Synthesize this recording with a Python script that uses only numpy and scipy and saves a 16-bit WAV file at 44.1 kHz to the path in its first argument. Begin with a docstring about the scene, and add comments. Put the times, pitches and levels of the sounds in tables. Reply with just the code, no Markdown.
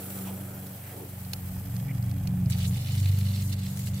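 """Beside a house wall, a gloved hand turns an outdoor spigot. Water hisses finely through the valve,
the glove scuffs and the brass stem clicks as it catches and slips. The leaking hose joint spurts twice
early on, then spits and sputters from about 2.5 s; the siding throws back close reflections.
Underneath sit faint outdoor air, a low rumble of wind or handling, and a throb like two distant
engines, one loping, one droning."""
import sys
import numpy as np
from scipy import signal
from scipy.fft import rfft, irfft
from scipy.io import wavfile

SR = 44100
rng = np.random.default_rng(int(sys.argv[2]) if len(sys.argv) > 2 else 0)


def transcribe(u):
    """Save the signal u as a 16-bit wav file named by the first command-line argument.

    u: samples, shape (n,) or (channels, n), limited to [-1, 1]; the rate is SR.
    q: integer samples, one column per channel.
    """
    v = np.clip(np.atleast_2d(u).T, -1, 1)
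    q = np.round(v * 32767).astype(np.int16)
    wavfile.write(sys.argv[1], SR, q)


N = 176400
T = np.arange(N) / SR
HZ = np.fft.rfftfreq(N, 1 / SR) + 1e-3


def undb(db):
    """Decibels to gain."""
    return 10 ** (np.asarray(db) / 20)


def curve(rows):
    """Automation: straight lines through (time [s], value) rows."""
    return np.interp(T, *np.array(rows).T)


def unit(x):
    """Scale to rms 1."""
    return x / np.sqrt(np.mean(x ** 2))


def noise():
    """Two unrelated white noises."""
    return rng.standard_normal((2, N))


def walk(rate_hz):
    """Smooth random drift at rms 1."""
    return unit(irfft(rfft(rng.standard_normal(N)) / (1 + (HZ / rate_hz) ** 4), N))


def colour(x, points):
    """EQ through (frequency [Hz], gain [dB]) points, then scale to rms 1."""
    hz, db = np.array(points).T
    return unit(irfft(rfft(x) * undb(np.interp(np.log(HZ), np.log(hz), db)), N))


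def bandpass(hz, width):
    """Frequency response of one resonance."""
    return 1 / (1 + 1j * (HZ ** 2 - hz ** 2) / (HZ * width))


def ring(x, peaks):
    """Excite a bank of (centre [Hz], width [Hz], gain [dB]) resonances, then scale to rms 1."""
    return unit(irfft(rfft(x) * sum(undb(db) * bandpass(hz, width) for hz, width, db in peaks), N))


def pan(x, pan_db):
    """Set the left channel pan_db above the right."""
    return x * undb([[pan_db / 2], [-pan_db / 2]])


def place(pair, likeness, pan_db):
    """Spread two unrelated signals in stereo; likeness is the left-right correlation."""
    mid = pair[0] * np.sqrt((1 + likeness) / 2)
    side = pair[1] * np.sqrt((1 - likeness) / 2)
    return pan(np.array([mid + side, mid - side]), pan_db)


def air():
    """Outdoor noise bed, narrowing to mono in the bass."""
    # tone of the air (frequency [Hz], gain [dB])
    air_eq = [(20,-11),(60,-6.5),(200,8),(300,-3.5),(450,-1),(800,-6),(1100,-8),(2200,-11),(4000,-21),(16000,-23)]
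    mid, side = colour(noise(), air_eq)
    side = irfft(rfft(side) * HZ / np.hypot(HZ, 1100), N)
    return np.array([mid + side, mid - side]) * undb(-53 + 0.26 * walk(10))


def partial(phase, order, db, waver_db):
    """One exhaust harmonic, wavering in level and phase."""
    return np.sqrt(2) * undb(db + waver_db * walk(5.4)) * np.cos(order * phase + .06 * walk(15))


def loping_engine_and_rumble():
    """A loping engine with faint pulsing clatter; a low rumble of wind or handling swells beneath."""
    # engine speed (time [s], cycle rate [Hz])
    speed = [(0,23.9),(.52,23.95),(.65,23.65),(1.5,23.15),(2,23.3),(2.16,23.65),(2.42,23),(2.65,23.25),(2.9,24.2),(3.4,24.35),(3.62,23.9),(4,23.95)]
    # swell of the exhaust tone (time [s], level [dB])
    lope = [(0.0, -54), (0.01, -47), (1.54, -43), (1.9, -30.5), (2.25, -32.5), (2.37, -29.5), (2.39, -36),
            (2.45, -26.5), (2.84, -32), (3.04, -30.5), (3.82, -36.5), (4.0, -35.5)]
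    # exhaust partials (multiple of the cycle rate, gain [dB])
    orders = [(2,-22.5),(3,-27),(4,-48.5),(5,-1.5),(6,-5.5),(7,-21),(9,-22),(10,-35.5)]
    # envelopes of the wind or handling rumble and the engine clatter (time [s], level [dB])
    rumble_level = [(0,-73),(1.2,-54),(1.5,-43.5),(2.2,-41.5),(2.42,-39.5),(2.65,-43),(3.5,-52),(3.85,-42),(4,-49)]
    clatter_level = [(0,-57.5),(1.2,-58.5),(2.1,-58),(2.7,-56.5),(3.3,-64),(4,-62)]
    # their tone (frequency [Hz], gain [dB])
    rumble_eq = [(20,-24),(50,7),(110,8.5),(190,5.5),(300,-12),(1000,-63),(4000,-80)]
    clatter_eq = [(200,-10),(450,-9.5),(600,0.5),(800,3),(1050,-14.5),(2200,-13.5),(5000,-31)]
    phase = 2 * np.pi * np.cumsum(curve(speed)) / SR
    tone = sum(partial(phase, k, curve(lope) + db, waver_db=1.94) for k, db in orders)
    rumble = colour(noise(), rumble_eq) * undb(curve(rumble_level))
    puffs = np.exp((np.cos(phase) + np.cos(2 * phase) + np.cos(3 * phase)) / 4)
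    clatter = unit(colour(noise(), clatter_eq) * puffs) * undb(curve(clatter_level))
    return pan(tone + place(rumble, 0.92, 0) + place(clatter, 1, 0), -.5)


def droning_engine():
    """Even firings: a low note, its octave and faint overtones that come and go."""
    # pitch of the drone (time [s], firing rate [Hz])
    pitch = [(0,95),(.45,95),(.8,93),(1.5,91.8),(1.95,91.2),(2.15,92.6),(2.5,90),(2.7,91.2),(2.9,95.6),(3.35,97),(3.65,95),(4,95.2)]
    # envelopes of the firing note and its octave (time [s], level [dB])
    note_level = [(0.0, -45.5), (0.34, -38.5), (0.78, -44.5), (1.74, -34), (1.89, -49), (1.95, -38.5),
                  (2.09, -24.5), (2.29, -37), (2.38, -30), (2.66, -26), (2.78, -31.5), (3.04, -20),
                  (3.6, -29.5), (3.73, -39.5), (3.94, -27.5), (4.0, -51)]
    octave_level = [(0.0, -44), (0.24, -35.5), (0.75, -45.5), (0.8, -54.5), (1.56, -36.5), (1.68, -52),
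                    (1.75, -35.5), (2.13, -39), (2.33, -28.5), (2.65, -30), (2.74, -30), (2.78, -47.5),
                    (2.99, -36.5), (3.07, -50), (3.21, -34.5), (4.0, -35)]
    # upper partials (multiple of the firing rate, level [dB])
    overtones = [(3,-56),(4,-69.5),(5,-68.5),(6,-69.5)]
    phase = 2 * np.pi * np.cumsum(curve(pitch)) / SR
    note = partial(phase, 1, curve(note_level) - 2.9, waver_db=1.55)
    octave = partial(phase, 2, curve(octave_level) - 2.37, waver_db=1.2)
    upper = sum(partial(phase + 0.14 * walk(9.2), k, db, waver_db=4.5) for k, db in overtones)
    return pan(note + octave + upper, -.5)


def spatter(rate, spread_db, decay_s):
    """Droplets land at random, about `rate` a second, each a tiny noise burst."""
    lands = rng.random(N) < rate / SR
    sizes = undb(spread_db * np.minimum(rng.exponential(size=N), np.pi))
    energy = signal.lfilter([1], [1, -np.exp(-2 / (decay_s * SR))], (lands * sizes) ** 2)
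    return unit(rng.standard_normal(N) * np.sqrt(energy))


def wall(x, pan_db):
    """Direct sound plus close reflections off siding, hand and sleeve, shifting as the arm moves."""
    wet_gain, decay_s, crossfade_s = undb(12.5), 0.0053, .7
    t = np.arange(SR // 50) / SR
    out, spectrum = 0, rfft(x)
    direct = np.array([np.ones(len(HZ)), np.exp(-2j * np.pi * HZ / SR)])  # right is one sample late
    for k in range(int(T[-1] / crossfade_s) + 2):
        echoes = rng.standard_normal((2, len(t))) * np.exp(-t / decay_s)
        echoes /= np.linalg.norm(echoes, axis=1, keepdims=True)
        fade = np.sqrt(np.clip(1 - np.abs(T / crossfade_s - k), 0, 1))
        out = out + irfft(spectrum * (direct + wet_gain * rfft(echoes, N)), N) * fade
    return pan(out / np.hypot(1, wet_gain), pan_db)


def valve_hiss():
    """Thin jets crackle through the valve seat, with a faint whistle and stray drops."""
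    # tone of the jets and the drops (frequency [Hz], gain [dB])
    jet_eq = [(200,-46),(900,-20.5),(2000,-17),(3000,-12.5),(3800,-16),(5500,-15),(7300,-12),(8100,-9),(9200,-8.5),(10200,-7),(11200,-3.5),(12800,-2),(13700,-3.5),(15000,0),(15800,-8.5)]
    drop_eq = [(300,-21),(1200,-1.5),(2200,-1.5),(4300,-5.5),(7000,-6),(16000,-1)]
    # their envelopes (time [s], level [dB])
    hiss_level = [(0,-42.5),(.27,-44.5),(.33,-46.5),(.6,-48.5),(.75,-47.5),(1.1,-49),(1.75,-50),(1.92,-54),(2.48,-54.5),(2.6,-51.5),(3.5,-51),(3.57,-59),(3.7,-50.5),(4,-58)]
    drop_level = [(0,-53.5),(.27,-48),(.35,-64),(1.9,-54.5),(2.1,-55),(2.4,-60.5),(4,-54)]
    # thin whistle in the valve (centre [Hz], width [Hz], gain [dB])
    whistle_peaks = [(8090,260,-1),(8470,220,-4)]
    jets = 0
    for _ in range(3):
        jet = colour(spatter(rate=990, spread_db=0, decay_s=0.00079), jet_eq)
        jets = jets + wall(jet, pan_db=0.6)
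    drops = colour(spatter(rate=130, spread_db=1, decay_s=0.0017), drop_eq)
    whistle = ring(noise(), whistle_peaks) * undb(-15 + 1.3 * walk(9.6))
    hiss = (unit(jets) + whistle) * undb(curve(hiss_level) + 2.66 + .6 * walk(25))
    return hiss + wall(drops * undb(curve(drop_level)), pan_db=-6.5)


def glove():
    """Cloth scuffs swell and fade as the hand takes a new grip."""
    # glove and sleeve rubs (peak time [s], half-length [s], centre [Hz], width [Hz], level [dB])
    rubs = [(0.22,0.41,317,350,-47),(0.11,0.26,1360,430,-55.5),(0.53,0.15,1450,390,-59),(0.289,0.021,890,190,-45),(.28,0.029,2700,1700,-51.5),(0.41,0.5,580,410,-55),(0.879,0.071,1870,1500,-54),(1.014,0.073,385,170,-44.5),(0.955,0.073,700,490,-54),(1.9,0.021,2200,540,-49.5)]
    out = 0
    for peak_s, half_s, hz, width, db in rubs:
        friction = noise() * undb(2 * walk(57))
        scuff = unit(irfft(rfft(friction) * bandpass(hz, width) ** 2, N))
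        out = out + scuff * undb(db) * np.exp(-((T - peak_s) / half_s) ** 2)
    return place(out, likeness=0.63, pan_db=-0.89)


def spurts():
    """Pockets of air burst out of the joint, each a short splash."""
    # single spurts (time [s], level [dB])
    hits = [(0.103,-37),(0.188,-36.5),(2.5,-33.5),(2.584,-34),(2.829,-55),(2.951,-36.5),(3.187,-34),(3.389,-49),(3.411,-37),(3.495,-42),(3.526,-38.5),(3.647,-44),(3.772,-33.5),(3.793,-32.5),(3.871,-37.5)]
    # their tone (frequency [Hz], gain [dB])
    spurt_eq = [(600,-25),(1500,-4),(2500,-2),(4500,-5.5),(8000,-1.5),(12500,-3),(15800,-0.5)]
    decay_s = .005
    bursts = sum(undb(db) * (T > s) * np.exp(-np.abs(T - s) / decay_s) for s, db in hits)
    return place(colour(noise(), spurt_eq) * bursts, likeness=0, pan_db=-0.7)


def stem_clicks():
    """The stem catches and slips: a crack and a brief ring of brass, with one bounce."""
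    # slips of the stem (time [s], relative level [dB], ring gain [dB])
    clicks = [(0.668,-18,-8.5),(1.249,-18.5,-7),(1.3338,-1,-3),(1.764,-11.5,-8.5),(2.026,-19.5,-3),(2.113,-14,-8.5),(2.2732,-11.5,-1.5),(2.459,-19.5,-4.5)]
    # modes of the brass spigot (frequency [Hz], gain [dB], t60 [s])
    modes = [(2520,0,0.016),(2970,-5.5,0.024),(4280,8,0.0094),(4800,-8,0.022),(5050,3,0.02),(6100,-6,0.02),(6600,-2,0.013),(8830,-0.5,0.019),(9300,-8,.011),(11600,-1.5,.014),(14900,-8,0.0092)]
    trim_db, bounce_s, crack_s = -29, .0018, .0028
    out = np.zeros((2, N))
    t = np.arange(SR // 10) / SR
    for start_s, db, ring_db in clicks:
        for delay_s, size in ((0, 1), (bounce_s, .7)):
            brass = sum(undb(gain - 60 * t / t60) * np.sin(2 * np.pi * (hz * t + rng.random((2, 1))))
                        for hz, gain, t60 in modes)
            crack = rng.standard_normal((2, len(t))) * np.exp(-t / crack_s)
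            i = int((start_s + delay_s) * SR)
            out[:, i:i + len(t)] += undb(trim_db + db) * size * (undb(ring_db) * brass + crack)
    return pan(out, -3.6)


def sputter():
    """The leaking joint spits droplets that ring the coupling, under a fine whistly spray."""
    # envelopes of the spitting and the spray (time [s], level [dB])
    spit_level = [(2.47, -71), (2.482, -82), (2.498, -54), (2.528, -40.5), (2.558, -54), (2.652, -45.5),
                  (2.7, -74), (2.716, -51), (3.092, -48), (3.1, -53.5), (3.41, -49.5), (3.47, -70),
                  (3.53, -44), (3.548, -61), (3.658, -50), (3.756, -63), (3.778, -58), (3.862, -59),
                  (3.872, -47.5), (3.906, -64), (3.964, -51.5), (4.0, -62)]
    spray_level = [(2.485,-70),(2.502,-42),(2.54,-58),(2.62,-47.5),(2.7,-45),(2.75,-51.5),(2.95,-48),(3.3,-54),(3.5,-45),(3.56,-57.5),(3.63,-54),(3.75,-45.5),(3.81,-48.5),(3.88,-45.5),(3.91,-57),(4,-50.5)]
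    # tone of the splashes and the mist (frequency [Hz], gain [dB])
    splash_eq = [(500,-21),(1400,-12),(2200,5),(4400,5),(6000,-8),(10000,-13),(16000,-14)]
    mist_eq = [(1000,-47),(5000,-3),(7200,-1.5),(8500,1),(9800,-3),(12000,-11),(16000,-4.5)]
    # resonances of the coupling and the spray (centre [Hz], width [Hz], gain [dB])
    coupling_peaks = [(2200,160,-5.5),(2850,160,-5),(2990,53,2),(3700,400,-1.5),(4080,190,-2),(4490,240,-2.5),(5230,220,-7),(5820,110,-6),(6640,78,-9),(7340,190,-15),(7800,96,-1)]
    whistle_peaks = [(7100,460,-5),(7540,170,-6),(8500,110,-2),(10550,120,1.5),(11170,250,1),(12080,280,0),(12840,310,-3)]
    opened = np.clip((T - 2.488) / .01, 0, 1)
    spitting = opened * undb(curve(spit_level) + walk(45))
    splash = [colour(spatter(rate=220, spread_db=4.5, decay_s=0.0025), splash_eq) for _ in range(2)]
    coupling = ring(spatter(rate=700, spread_db=4, decay_s=0.0017), coupling_peaks)
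    spraying = opened * undb(curve(spray_level) + 2.8 * walk(49))
    mist = [colour(spatter(rate=790, spread_db=3.5, decay_s=0.00051), mist_eq) for _ in range(2)]
    whistle = ring(spatter(rate=1700, spread_db=6.5, decay_s=0.00068), whistle_peaks)
    return (place(splash, likeness=0, pan_db=-2.5) * spitting * undb(-1)
            + wall(coupling * spitting * undb(2.9), pan_db=-4)
            + place(mist, likeness=-0.14, pan_db=1.1) * spraying * undb(-2.5)
            + wall(whistle * spraying * undb(-2.5), pan_db=4.5))


def scene():
    """Water and handling up close, over the engines, the rumble and the air."""
    low_end = loping_engine_and_rumble() + droning_engine()
    water = valve_hiss() + sputter() + spurts()
    return low_end + water + stem_clicks() + glove() + air()


def record(dry):
    """A steep low-pass takes off the very top."""
    cutoff_hz = 15750
    return signal.sosfilt(signal.ellip(12, .2, 80, cutoff_hz, fs=SR, output="sos"), dry)


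dry = scene()
out = record(dry)
transcribe(out)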